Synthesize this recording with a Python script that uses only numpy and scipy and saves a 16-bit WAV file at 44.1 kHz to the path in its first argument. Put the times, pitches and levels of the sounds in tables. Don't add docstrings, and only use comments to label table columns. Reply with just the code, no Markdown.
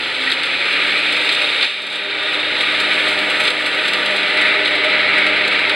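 import sys
import numpy as np
from scipy import signal
from scipy.fft import rfft, irfft, next_fast_len
from scipy.io import wavfile
from scipy.ndimage import uniform_filter1d, minimum_filter1d

SR = 44100
rng = np.random.default_rng(int(sys.argv[2]) if len(sys.argv) > 2 else 0)


def master(y):
    cut = np.clip(np.atleast_2d(y).T, -1, 1)
    pcm = np.round(cut * 32767)
    wavfile.write(sys.argv[1], SR, pcm.astype(np.int16))


N = 253571
TIME = np.arange(N) / SR
PADDED = next_fast_len(N + SR // 10, True)
HZ = np.fft.rfftfreq(PADDED, 1 / SR)

START_HZ, GOVERNED_HZ = 84.7, 100.9
FIRINGS_PER_PASS, WHINE_PER_PASS = 0.2577, 6.085
ABREAST_S, PASSING_S = 5.2, 3.46
RUN_UP_DB_PER_HZ = 0.21
DRONE_DB, RUSH_DB, HISS_DB, WHINE_DB = -51.5, -28, -18, -32
DRONE_BEAMING, WHINE_BEAMING = 0.81, 2.36


def gain_of(db):
    return 10 ** (np.asarray(db) / 20)


def evened(x):
    return x / np.sqrt(np.mean(x ** 2) + 1e-20)


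def curves(rows):
    s, *columns = np.transpose(rows)
    return [np.interp(TIME, s, column) for column in columns]


def read(points):
    f, value = np.transpose(points)
    return np.interp(np.log(HZ + 1), np.log(f + 1), value)


def coloured(x, gain):
    return irfft(rfft(x, PADDED) * gain, PADDED)[:N]


def noise():
    return rng.standard_normal(N)


def wander(rate_hz):
    s = TIME[::32]
    hz = np.fft.rfftfreq(len(s), s[1])
    lowpass = np.exp(-(hz / rate_hz) ** 2) * (hz > 0)
    slow = irfft(rfft(rng.standard_normal(len(s))) * lowpass, len(s))
    return np.interp(TIME, s, evened(slow))


def arch(middle_s, length_s):
    return np.cos(np.pi * np.clip((TIME - middle_s) / length_s, -0.5, 0.5)) ** 2


def below(edge_hz, order=16):
    return 1 / (1 + (HZ / edge_hz) ** order)


def resonate(x, hz, width):
    turn = np.exp(2j * np.pi * np.cumsum(hz) / SR)
    r = np.exp(-np.pi * width / SR)
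    return 2 * (turn * signal.lfilter([1 - r], [1, -r], x / turn)).real


def tone(turns, flutter, flutter_hz):
    angle = (2 * np.pi * ((turns + rng.random()) % 1)).astype("float32")
    in_phase = (1 + flutter * wander(flutter_hz)) * np.cos(angle)
    quadrature = flutter * wander(flutter_hz) * np.sin(angle)
    return evened(in_phase + quadrature)


def speed():
    # (middle [s], length [s], loss [Hz])
    load_sags = [(1.55, 0.63, 2.13), (4.194, 0.46, 1.13), (4.72, 0.45, 0.71)]
    middle_s, scale_s = 0.55, 0.21
    run_up = 1 / (1 + np.exp((middle_s - TIME) / scale_s))
    sag_hz = sum(hz * arch(s, length) for s, length, hz in load_sags)
    return START_HZ + (GOVERNED_HZ - START_HZ) * run_up - sag_hz


def nearness_db():
    return -10 * np.log10(1 + ((TIME - ABREAST_S) / PASSING_S) ** 2)


def mower_db():
    return nearness_db() + RUN_UP_DB_PER_HZ * (speed() - GOVERNED_HZ)


def engine(passes):
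    # (multiple of the firing rate, level [dB])
    exhaust_lines = [(2, -36), (3, -27), (4, -8), (5, -3), (6, 0), (7, -8), (9, -2), (10, -4.5), (11, 2.5),
                     (12, 4), (14, 5.5), (15, 8.5), (18, 8.5)]
    drone = np.zeros(N)
    for k, db in exhaust_lines:
        drone += gain_of(db) * tone(k * passes * FIRINGS_PER_PASS, flutter=0.2, flutter_hz=13.0)
    return gain_of(DRONE_DB + (DRONE_BEAMING - 1) * nearness_db()) * drone


def blades(passes):
    # (harmonic, base level [dB], second blade against the first [dB],
    #             multiple of the distance curve, extra growth with speed [dB/Hz])
    hum_harmonics = [(1, -54, -9, .8, 1.3), (2, -40.3, -6, 1.9, .2), (3, -37, -14, .3, .55),
                     (4, -38.2, -7, 1.8, 0), (5, -43.5, -16, .6, .25)]
    # (harmonic, middle [s], length [s], lift [dB])
    harmonic_swells = [(1, 1.4, .7, -10), (1, 2.42, 1.0, 3), (1, 3.8, 0.56, -3), (2, 1.21, 0.44, 5),
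                       (2, 1.54, 0.4, -7), (2, 2.21, 0.5, -4), (3, .25, .25, 12.5), (3, 1.21, .6, 3),
                       (3, 1.7, 0.97, -12), (3, 4.34, 1, -3), (4, 2.175, 0.42, 14), (4, 4.55, 0.35, 8)]
    # (middle [s], length [s], lift [dB])
    whine_lifts = [(1.38, 1, 2.5), (4.11, 0.35, 5), (4.6, 0.2, 8), (4.88, 0.14, 12), (5.52, .25, -8)]
    slip_hz, in_step_s = 0.444, 3.024
    lag = 2 * np.pi * slip_hz * (TIME - in_step_s)
    near_db = nearness_db()
    slow_hz = GOVERNED_HZ - speed()
    hum = np.zeros(N)
    for k, db, second_db, beaming, growth in hum_harmonics:
        beat = abs(1 + gain_of(second_db) * np.exp(1j * k * lag))
        swell_db = sum(lift * arch(s, length) for which, s, length, lift in harmonic_swells
                       if round(which) == round(k))
        level_db = db + swell_db + (beaming - 1) * near_db - growth * slow_hz
        hum += gain_of(level_db) * beat * tone(k * passes, flutter=0.083 * k, flutter_hz=5.9)

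    swell_db = sum(db * arch(s, length) for s, length, db in whine_lifts)
    whine_db = WHINE_DB + (WHINE_BEAMING - 1) * near_db + swell_db
    sixth_db = -5
    sixth = gain_of(sixth_db) * tone(6 * passes, flutter=0.26, flutter_hz=8.8)
    whine = tone(WHINE_PER_PASS * passes, flutter=0.61, flutter_hz=22)
    return hum + gain_of(whine_db) * (sixth + whine)


def air():
    # (frequency [Hz], relative level [dB per Hz])
    air_spectrum = [(25, -44), (70, -42), (115, -31), (165, -15), (250, -2.5), (380, -3.5), (540, 1),
                    (680, -3.5), (930, -1), (1150, -10.5), (1500, -8), (3000, -58)]
    return gain_of(RUSH_DB) * evened(coloured(noise(), gain_of(read(air_spectrum))))


def deck_colour():
    # (frequency [Hz], relative level [dB per Hz])
    leaf_spectrum = [(600, -55), (1000, -22.5), (1220, -6), (1700, -6.5), (2300, -3.5), (3100, -5.5),
                     (3900, -3), (4400, -8.5), (5100, -20.5), (5600, -28.5), (6400, -35), (8500, -23.5),
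                     (10300, -34), (12500, -40.5), (15700, -56)]
    # (frequency [Hz], width [Hz], lift [dB])
    deck_modes = [(1177, 67, 3), (1500, 87, 2.5), (1747, 79, 2.5), (1928, 74, 5), (2212, 61, 2.5),
                  (2820, 70, 1), (3310, 100, 3.5), (3538, 70, 5.5), (3800, 89, 2.5), (4100, 79, 5),
                  (4610, 82, -1)]
    lift_db = sum(db / (1 + (2 * (HZ - hz) / width) ** 2) for hz, width, db in deck_modes)
    return gain_of(read(leaf_spectrum) + lift_db)


def shreds(per_s, spread_db):
    size = gain_of(spread_db * np.minimum(rng.exponential(1, N), 5))
    return evened(size * rng.choice([-1, 1], N) * (rng.random(N) < per_s / SR))


def crackle(per_s, spread_db, ring_s):
    size = gain_of(spread_db * np.minimum(rng.exponential(1, N), 3)) * (rng.random(N) < per_s / SR)
    flares = signal.lfilter([1], [1, -np.exp(-1 / (ring_s * SR))], size ** 2)
    return flares / flares.mean()


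def chute(x, hz, lift_db, width):
    return (x + (gain_of(lift_db) - 1) * resonate(x, hz, width)) / gain_of(0.47 * lift_db)


def bounced(x):
    # (first delay [s], last delay [s], level [dB])
    echo_paths = [(0.0045, 0.00382, -21), (0.00225, 0.00313, -28), (.0066, .0058, -25),
                  (.0092, .0104, -20.5)]
    echoes = np.zeros(N)
    for first, last, db in echo_paths:
        delay_s = np.linspace(first, last, N)
        echoes += gain_of(db) * np.interp(TIME - delay_s, TIME, x, left=0)
    return x + echoes


def leaves(passes, uneven_db=0.31, uneven_hz=9):
    # (middle [s], length [s], hiss lift [dB], treble lift [dB])
    leaf_drifts = [(0.266, .16, 2, 2.5), (0.837, 1, 4.5, 1.5), (1.42, 0.73, 2.5, 1.5), (1.71, .25, 4, 6),
                   (2.24, 0.76, 1.5, .5), (2.85, 0.77, 2, 2.5), (3.48, 0.096, 1.5, 4.5),
                   (4.47, .33, 3.5, 2), (5.13, 0.92, 2, 0.5)]
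    # (time [s], bright hiss [dB], fizz [dB])
    treble_levels = [(0, -23, -41.5), (.55, -22, -42.5), (1.5, -17.5, -40), (1.95, -19.5, -43.5),
                     (2.5, -20, -44), (3.1, -24, -41.5), (3.9, -23.5, -42), (4.7, -24, -48.5),
                     (5.75, -24.5, -48.5)]
    # (time [s], lower band [Hz], its lift [dB], upper band [Hz], its lift [dB])
    chute_bands = [(0, 2250, 3, 3630, -4), (1.5, 2460, 7.5, 3720, 7.5), (2.4, 2359, 3, 3666, 9),
                   (3.2, 2330, 4, 3780, 2.5), (3.9, 2160, -0.5, 3740, 2), (4.5, 2070, 7, 3800, 4.5),
                   (5.75, 2280, 6, 3850, 3.5)]
    feed_db = uneven_db * wander(uneven_hz)
    hiss_db = HISS_DB + feed_db + sum(db * arch(s, length) for s, length, db, _ in leaf_drifts)
    crisp_db = feed_db + sum(db * arch(s, length) for s, length, _, db in leaf_drifts)
    bright_db, fizz_db = curves(treble_levels) + crisp_db
    lower_hz, lower_db, upper_hz, upper_db = curves(chute_bands)

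    clumps = gain_of(0.58 * wander(31) + 0.23 * wander(320) + 0.18 * np.cos(2 * np.pi * passes))
    stems = crackle(per_s=45, spread_db=6, ring_s=0.0076)
    tearing = clumps * (noise() + 0.42 * shreds(per_s=3000, spread_db=3.0))

    colour, low, high = deck_colour(), below(2730), 1 - below(6200)
    hiss = coloured(tearing * np.sqrt(1 + 0.018 * stems), colour * np.sqrt(low))
    bright = coloured(tearing * np.sqrt(1 + 0.1 * stems), colour * np.sqrt((1 - low) * (1 - high)))
    fizz = coloured(tearing * np.sqrt(1 + 0.62 * stems), colour * np.sqrt(high))
    hiss = bounced(chute(hiss, lower_hz, lower_db, width=320))
    bright = bounced(chute(bright, upper_hz, upper_db, width=130))
    return gain_of(hiss_db) * evened(hiss) + gain_of(bright_db) * evened(bright) + gain_of(fizz_db) * evened(fizz)


def ping(start_s=0.273, rise_s=0.0021):
    # frequency [Hz], level [dB], time to fall 60 dB [s]
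    hz, db, t60 = (1920, -6, .04)
    age = np.maximum(TIME - start_s, 0)
    return gain_of(db - 60 * age / t60) * (1 - np.exp(-age / rise_s)) * np.sin(2 * np.pi * hz * age)


def twigs(t60_s=0.051, rise_s=0.0019, snap_tilt_db_per_khz=-0.4):
    # (time [s], crunch [dB], treble snap [dB])
    twig_hits = [(0.3, -13, -36), (0.316, -8.5, -28.5), (.433, -12, -31), (.727, -19, -34),
                 (1.165, -24, -34), (1.29, -9, -29), (1.315, -21, -35), (1.348, -17, -29),
                 (1.419, -21, -32), (1.611, -14, -42), (1.626, -6.5, -30), (1.644, -10, -34),
                 (3.451, -12, -33), (3.477, -8.5, -28.5), (3.504, -10.5, -29), (3.881, -14, -23),
                 (3.934, -6, -23), (4.059, -13, -27), (4.372, -11.5, -30), (4.655, -9.5, -37),
                 (5.182, -27, -29), (5.266, -16, -28), (5.478, -11.5, -26.5), (5.695, -8, -29)]
    crunch, snap = np.zeros((2, N))
    for s, crunch_db, snap_db in twig_hits:
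        span = slice(int(s * SR), int(s * SR) + SR // 5)
        age = np.maximum(TIME[span] - s, 0)
        fade = gain_of(-60 * age / t60_s)
        crunch[span] += gain_of(crunch_db) * fade * (1 - np.exp(-age / rise_s))
        snap[span] += gain_of(snap_db) * fade
    colour, low = deck_colour(), below(5100)
    body = colour * np.sqrt(low) * HZ ** 0.4
    treble = colour * np.sqrt(1 - low) * gain_of(snap_tilt_db_per_khz * HZ / 1000)
    return crunch * evened(coloured(noise(), body)) + snap * evened(coloured(noise(), treble))


def dips():
    level_dips = [(.32, -2.5), (1.638, 9.5), (3.48, 2.5), (3.94, 0)]
    fall_db_per_s, recovery_s, linger = 138, 0.47, 1.29
    down_db = np.zeros(N)
    for s, depth_db in level_dips:
        age = np.maximum(TIME - s, 0)
        recovering_s = np.maximum(age - depth_db / fall_db_per_s, 0)
        remaining = np.exp(-(recovering_s / recovery_s) ** linger)
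        down_db += np.minimum(fall_db_per_s * age, depth_db) * remaining
    return gain_of(-down_db)


def ports(x, scatter_s=0.03):
    # (frequency [Hz], share not in common [dB], left minus right [dB], phase by which left leads [rad])
    port_response = [(30, -16, .3, 0), (90, -23, 1.5, -0.099), (280, -31, 1, 0.052), (420, -28, 1, 0.034),
                     (766, -50, 0, 0), (1650, -51, 0, 0), (2030, -32, -0.1, -0.15),
                     (2400, -44, -0.3, 0.043), (2700, -26, 1.6, -0.19), (3050, -24, -.8, -0.42),
                     (3400, -22, -2.5, -0.1), (4050, -38, 0, -0.044), (5000, -28, -0.5, 0.026),
                     (5500, -2.5, -6.5, -1.44), (6800, -4, -4, -0.28), (7740, -13, .9, -0.096),
                     (9100, -20, -1, -.32), (10200, -4.5, -3, 0.69), (11500, -14, 1.5, -.03),
                     (15000, -23, 0, 0)]
    apart_db, balance_db, phase = (read([(row[0], row[k]) for row in port_response]) for k in (1, 2, 3))
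    apart = np.minimum(gain_of(apart_db), np.sqrt(0.5))
    diffuse = np.exp(1j * np.angle(rfft(noise() * np.exp(-TIME / scatter_s), PADDED)))
    direct, scattered = np.sqrt(1 - apart ** 2), apart * diffuse
    lean = gain_of(balance_db / 2) * np.exp(0.5j * phase)
    left = coloured(x, direct * lean + scattered)
    right = coloured(x, direct / lean - scattered)
    return np.array([left, right])


def limited(x, ceiling_db=-2, size=45):
    room = np.minimum(1, gain_of(ceiling_db) / (abs(x).max(0) + 1e-9))
    return x * uniform_filter1d(minimum_filter1d(room, size), size)


def scene():
    passes = np.cumsum(speed()) / SR
    mower = gain_of(mower_db()) * (engine(passes) + blades(passes) + air() + leaves(passes))
    return ports(dips() * (mower + ping() + twigs()))


def record(dry):
    # (frequency [Hz], width [Hz])
    response_dips = [(223, 53), (1100, 109)]
    for hz, width in response_dips:
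        dry = signal.lfilter(*signal.iirnotch(hz, hz / width, SR), dry)
    edge_hz = 15780
    lowpass = signal.firwin(511, edge_hz, window=("kaiser", 9), fs=SR)
    return signal.oaconvolve(limited(dry), lowpass[None], "same")


dry = scene()
out = record(dry)
master(out)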